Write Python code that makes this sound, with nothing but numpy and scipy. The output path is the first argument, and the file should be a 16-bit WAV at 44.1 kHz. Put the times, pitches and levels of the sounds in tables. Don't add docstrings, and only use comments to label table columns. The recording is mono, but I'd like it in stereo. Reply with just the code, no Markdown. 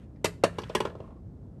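import sys
import numpy as np
from scipy import signal
from scipy.fft import rfft, irfft, next_fast_len
from scipy.io import wavfile
from scipy.ndimage import uniform_filter1d

SR = 44100
rng = np.random.default_rng(int(sys.argv[2]) if len(sys.argv) > 2 else 0)


def unload_audio(sound):
    columns = np.transpose(np.atleast_2d(sound))
    steps = np.round(np.clip(columns, -1, 1) * 32767)
    wavfile.write(sys.argv[1], SR, steps.astype(np.int16))


def makeup_ratio(level_db):
    decades = np.asarray(level_db, float) / 20
    return 10 ** decades


N = 70560
AIR_TOP_HZ = 12400

# start_s, chatter_db, base_db, shell_db, cradle_db
KNOCKS = [(0.2439, -18.5, -21, -19, -21), (0.2539, -20.5, -29, -32, -44.5), (0.2604, -61, -35, -48, -44),
          (0.4366, -20, -18, -18, -22), (0.4406, -24.5, -41, -26.5, -40.5),
          (0.4474, -43.5, -35, -40, -37.5), (0.5841, -30, -29, -29, -39.5), (0.618, -51, -42.5, -62, -69),
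          (0.6341, -39, -52.5, -45.5, -56), (0.697, -38.5, -40, -41, -35),
          (0.7498, -20.5, -22.5, -24, -33.5), (0.7548, -29.5, -30, -36.5, -39.5),
          (0.8031, -25, -25.5, -23, -33), (0.851, -30, -29.5, -28.5, -31), (0.8709, -41, -37, -46.5, -41.5),
          (0.8982, -49, -53, -48, -47.5), (0.951, -63, -43.5, -45, -40.5), (1.0014, -54, -49, -47, -41.5)]
LANDINGS = [
    .42,
    .57,
]
# delay_s, level_db
FIRST_TOUCHES = [
    (.0005, -23),
    (.0022, 1),
    (.0044, 5),
]
# delay_s, level_db
SECOND_TOUCHES = [
    (.0005, -10),
    (.0019, 0.5),
    (.0042, 4.5),
]
# delay_s, level_db
DROP_TOUCHES = [
    (.0005, -7.5),
    (.0022, 3),
    (.0044, 7.5),
]
# pitch_hz, t60_s, first_fork_db, second_fork_db, drop_db
BASE = [(235.5, .08, -18.5, -4, -5), (350, 0.022, -9.5, -27.5, -18.5), (381, .05, -7.5, -13, -3.5),
        (437, 0.071, 0.5, -6, -6.5)]
# pitch_hz, t60_s, first_fork_db, second_fork_db, drop_db
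SHELL = [(780, 0.0067, -9, -12.5, -3), (885, 0.027, -4.5, -6.5, -3.5), (974, .03, 0.5, -3, -5),
         (1064.5, 0.023, -11.5, 7, 5), (1293, 0.0304, -14.5, -19.5, -11)]
# pitch_hz, t60_s, first_fork_db, second_fork_db, drop_db
CRADLE = [(499.7, 0.063, -13.5, -10, -8.5), (583, .03, -5.5, -12.5, -9.5), (597.7, .034, -5, -3.5, -7),
          (646.4, 0.062, 1.5, 3, -1.5)]
# pitch_hz, t60_s, first_fork_db, second_fork_db, drop_db
PARTS = [(1482, 0.029, 0.5, 0, 10), (1700, 0.059, 0, 8.5, 12), (1817, .025, 3.5, 11, -7),
         (2010, .03, 3, -1, -17), (2287, .03, 5, 2.5, 2.5), (2600, .03, 3.5, -6.5, -4.5),
         (2857, .027, -4.5, -3, 8), (3190, .021, -10, -1, 2), (3400, .03, -10.5, -18.5, 1.5),
         (4630, .02, -3.5, -12, -10), (5600, .026, -1, -0.5, -1), (5870, .026, -2, -1.5, -7),
         (7300, .023, -13.5, -18.5, -22.5), (8880, .023, 4.5, -6.5, -10.5)]
# pitch_hz, level_db (per Hz)
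CRACK = [(760, -8), (1300, -3), (2740, -7.5), (3760, -15), (4560, -11.5), (5070, -19.5), (8720, -16.5),
         (11400, -20), (16500, -75)]
# start_s, level_db, centre_hz
TICKS = [(0.16, -67.5, 4500), (0.158, -50, 1930), (0.2366, -51.5, 1910), (0.429, -29, 1670),
         (.5891, -35.5, 4780), (0.618, -42.5, 4840), (0.6374, -47.5, 4600), (0.6938, -44.5, 4700),
         (0.898, -55, 4000), (.9186, -63, 3710), (.952, -55, 2750), (0.955, -79, 4080), (1.002, -72, 2933)]
# start_s, length_s, level_db
EDGES = [
    (.2438, .003, -10.5),
    (0.433, .009, -2),
    (0.75, 0.0043, -1.5),
]
# time_s, level_db
SETTLING = [
    (.84, -80),
    (.88, -50),
    (.94, -55),
    (1.03, -53),
    (1.1, -54),
    (1.2, -70),
    (1.25, -85),
]
# time_s, level_db
HANDLING = [(0, -68), (.05, -70), (.08, -85), (.42, -80), (.5, -64), (.6, -57), (.74, -57), (.86, -56),
            (.93, -67), (1.05, -69), (1.13, -75), (1.2, -95)]
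# pitch_hz, level_db (per Hz)
SLIDE = [(200, -13.5), (500, -4.5), (1200, 7), (2500, 1), (5000, -11.5), (9000, -14), (13000, -22)]
# pitch_hz, difference_db
LEFT_LOUDER = [(60, 3.5), (130, -0.5), (290, 0.5), (640, 3), (1410, -1), (3100, 3), (6820, 6.5),
               (15000, 0.5)]
# pitch_hz, lead_radians
LEFT_LEADS = [(200, .15), (600, .45), (1290, 1.4), (3010, 6.6), (7580, 7.2), (11600, .3), (12900, -.3),
              (14900, -6.2)]
# pitch_hz, t60_s
ROOM_T60 = [(200, 0.53), (700, 0.33), (2500, 0.38), (6000, 0.35), (12000, 0.33)]
MOVES = [
    .42,
    .57,
    .74,
    .845,
]
# pitch_hz, level_db (per Hz)
RUMBLE = [(30, -4), (62, 0), (125, -5), (250, -12), (500, -23), (1000, -37), (2500, -57), (12000, -66)]
# pitch_hz, likeness (0 to 1)
LIKENESS = [(60, 1), (240, 0.69), (950, 0.13), (3770, 0.81), (15000, 1)]


def rms_one(x):
    return x / np.sqrt(np.mean(x ** 2) + 1e-20)


def at_hz(points, hz):
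    p = np.array(points)
    return np.interp(np.log(hz + 1), np.log(p[:, 0] + 1), p[:, 1])


def at_time(points):
    s, db = np.transpose(points)
    return makeup_ratio(np.interp(np.arange(N) / SR, s, db))


def shape(x, response):
    size = next_fast_len(2 * N)
    return irfft(rfft(x, size) * response(np.arange(size // 2 + 1) * SR / size), size)[..., :N]


def butter(x, order, hz, kind="low"):
    return signal.sosfilt(signal.butter(order, hz, kind, fs=SR, output="sos"), x)


def ring(clicks, hz, t60):
    r = makeup_ratio(-60 / (t60 * SR))
    w = 2 * np.pi * hz / SR
    return signal.lfilter([0, np.sin(w)], [1, -2 * r * np.cos(w), r * r], clicks + 1e-18)


def impulses(s, gain):
    lead_s = 0.0005
    out = np.zeros(N)
    np.add.at(out, ((np.ravel(s) - lead_s) * SR).astype(int), np.ravel(gain))
    return out


def body(modes, column, spread_db, longest=1):
    contact_hz, push_db = 1810, -8
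    rows = np.array(KNOCKS)
    landing = np.searchsorted(LANDINGS, rows[:, 0])
    touches = np.array([FIRST_TOUCHES, SECOND_TOUCHES, DROP_TOUCHES])[landing]
    touch_s = rows[:, :1] + touches[:, :, 0]
    touch_db = rows[:, column:column + 1] + touches[:, :, 1]
    out = 10 * impulses(touch_s, makeup_ratio(touch_db + push_db))
    for hz, t60, *db in modes:
        luck_db = spread_db * rng.standard_normal(len(rows))
        mode_db = np.array(db)[landing] + luck_db
        strikes = impulses(touch_s, makeup_ratio(touch_db + mode_db[:, None]))
        out = out + ring(strikes, hz, min(t60, longest))
    return butter(out, 2, contact_hz)


def chatter_envelope(follows):
    rise_s, t60_s, bright_at_db = 0.0013, 0.032, -22
    s, db = np.array(KNOCKS)[:, :2].T
    t = np.arange(SR // 4) / SR
    db = db + follows * (db - bright_at_db)
    rattle = (1 - np.exp(-t / rise_s)) * makeup_ratio(-60 * t / t60_s)
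    return signal.fftconvolve(impulses(s + 0.0005, makeup_ratio(db)), rattle)[:N]


def chatter():
    clicks_per_s, part_cycles = 4300, 45
    dull_hz = 4500
    full, top = chatter_envelope(follows=0), chatter_envelope(follows=1)
    sizes = makeup_ratio(2.8 * np.minimum(rng.exponential(1, N), 4)) * rng.choice([-1, 1], N)
    clicks = rms_one(sizes * (rng.random(N) < clicks_per_s / SR))
    dealt = rng.integers(0, 3, N)
    landing = np.searchsorted(LANDINGS, np.arange(N) / SR)
    parts = np.zeros(N)
    for k, (hz, t60, *db) in enumerate(PARTS):
        loudness = makeup_ratio(db)[landing] * (top if hz > dull_hz else full)
        parts += ring(loudness * clicks * (dealt == k % 3), hz, min(t60, part_cycles / hz))
    hiss = rms_one(shape(rng.standard_normal(N), lambda hz: makeup_ratio(at_hz(CRACK, hz))))
    low = shape(hiss, lambda hz: 1 / (1 + (hz / dull_hz) ** 4))
    crack = low * full + (hiss - low) * top
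    return makeup_ratio(-22) * parts, makeup_ratio(0.5) * crack


def ticks():
    octaves, top_hz, t60_s, rise_s = 0.26, 6780, 0.035, 0.00074
    out, t = np.zeros(N), np.arange(SR // 20) / SR
    for s, db, hz in TICKS:
        fade = makeup_ratio(db - 0.5 - 60 * t / t60_s) * np.clip(t / rise_s, 0, 1)
        burst = rng.standard_normal(len(t)) * fade
        tick = 2 * butter(burst, 3, hz * 2 ** (octaves * np.array([-1, 1])), "band")
        if hz > 4400:
            tick = tick + makeup_ratio(-11) * butter(burst, 2, [top_hz, AIR_TOP_HZ], "band")
        out[int(s * SR):int(s * SR) + len(t)] += tick
    return out


def thump():
    late_s = 0.0051
    rows = np.array(KNOCKS)
    push = impulses(rows[:, 0] + late_s, makeup_ratio(rows[:, 2]))
    hum = ring(push, hz=97.57, t60=0.29) + makeup_ratio(-5.5) * ring(push, hz=170, t60=0.98)
    return butter(hum, 2, [70, 220], "band")


def settling():
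    creeps_per_s = 48
    out = np.zeros(N)
    for hz, t60, *_, level_db in BASE[1:] + CRADLE + SHELL[1:]:
        creeps = makeup_ratio(rng.exponential(1, N)) * (rng.random(N) < creeps_per_s / SR)
        out += makeup_ratio(level_db - 3.3 * (hz > 750)) * ring(creeps - creeps.mean(), hz, t60)
    return at_time(SETTLING) * rms_one(out)


def handling():
    slips_per_s = 1300
    sizes = makeup_ratio(2 * np.minimum(rng.exponential(1, (2, N)), 4)) * rng.choice([-1, 1], (2, N))
    slips = sizes * (rng.random((2, N)) < slips_per_s / SR)
    mix = rms_one(slips) + 1.3 * rng.standard_normal((2, N))
    coloured = shape(mix, lambda hz: makeup_ratio(at_hz(SLIDE, hz)))
    return at_time(HANDLING) * rms_one(spread(*coloured))


def edges_only(x):
    edge_hz = 12600
    t = np.arange(N) / SR
    dull = shape(x, lambda hz: 1 / (1 + (hz / edge_hz) ** 60))
    gate = sum(makeup_ratio(db) * (t > s) * (t < s + length) for s, length, db in EDGES)
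    return dull + (x - dull) * uniform_filter1d(gate, size=60)


def place_left(phone):
    sign = np.array([[.5], [-.5]])

    def path(hz):
        louder = makeup_ratio(sign * at_hz(LEFT_LOUDER, hz))
        return louder * np.exp(1j * sign * at_hz(LEFT_LEADS, hz))
    return shape(phone, path)


def spread(mid, side):
    alike_below_hz = 2700
    side = shape(side, lambda hz: makeup_ratio(1) * hz / np.hypot(hz, alike_below_hz))
    return np.array([mid + side, mid - side])


def room(x):
    walls_db, near_db, near_t60_s, rise_s = -25, -7.5, 0.099, 0.0009
    t, tail = np.arange(SR * 3 // 4) / SR, 0
    edges = 60 * 2 ** np.arange(0, 8.6, .5)
    white = rng.standard_normal((2, 2, len(t)))
    for k, (low, high) in enumerate(zip(edges, edges[1:])):
        band = butter(white[k % 2], 2, [low, high], "band")
        walls = makeup_ratio(walls_db - 60 * t / at_hz(ROOM_T60, low))
        clutter = makeup_ratio(near_db - 60 * t / near_t60_s)
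        tail = tail + band * (walls + clutter)
    tail = tail * np.clip(t / rise_s, 0, 1) / 20
    return signal.fftconvolve(x[None], tail, axes=1)[:, :N]


def rumble():
    mid, side = rng.standard_normal((2, N))
    colour = lambda hz: makeup_ratio(at_hz(RUMBLE, hz))
    alike = lambda hz: np.clip(at_hz(LIKENESS, hz), 0, 1)
    mid = shape(mid, lambda hz: colour(hz) * np.sqrt(1 + alike(hz)))
    side = shape(side, lambda hz: colour(hz) * np.sqrt(1 - alike(hz)))
    return makeup_ratio(-42.5) * rms_one(np.array([mid + side, mid - side]))


def scene():
    base = makeup_ratio(-8) * body(BASE, column=2, spread_db=0.5)
    shell = makeup_ratio(-8.5) * body(SHELL, column=3, spread_db=1, longest=0.038)
    cradle = makeup_ratio(-5) * body(CRADLE, column=4, spread_db=4.5)
    knocks = base + shell + cradle + settling() + ticks()
    parts, crack = chatter()
    direct = knocks + parts + crack
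    spreading = knocks + makeup_ratio(-3.5) * parts + makeup_ratio(1) * crack
    direct, spreading = butter([direct, spreading], 2, 130, "high")
    near = place_left(direct + makeup_ratio(-18) * thump())
    place = np.searchsorted(MOVES, np.arange(N) / SR)
    echoes = sum(room(spreading * (place == k)) for k in range(len(MOVES) + 1))
    diffuse = spread(*echoes) + handling() + rumble()
    return edges_only(near) + butter(diffuse, 24, AIR_TOP_HZ)


def top_cut(x):
    return signal.sosfilt(signal.butter(12, 16670, fs=SR, output="sos"), x)


def record(dry):
    def port(hz):
        notch_db = -24 * np.exp(-((hz - 10200) / 330) ** 2)
        dip_db = -16 * np.exp(-((hz - 13700) / 500) ** 2)
        shelf_db = -1.5 / (1 + np.exp((12610 - hz) / 200))
        low_cut_db = -24 / (1 + (hz / 40) ** 4)
        return makeup_ratio(notch_db + dip_db + shelf_db + low_cut_db)
    mix = shape(dry, port)
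    return top_cut(mix)


dry = scene()
out = record(dry)
unload_audio(out)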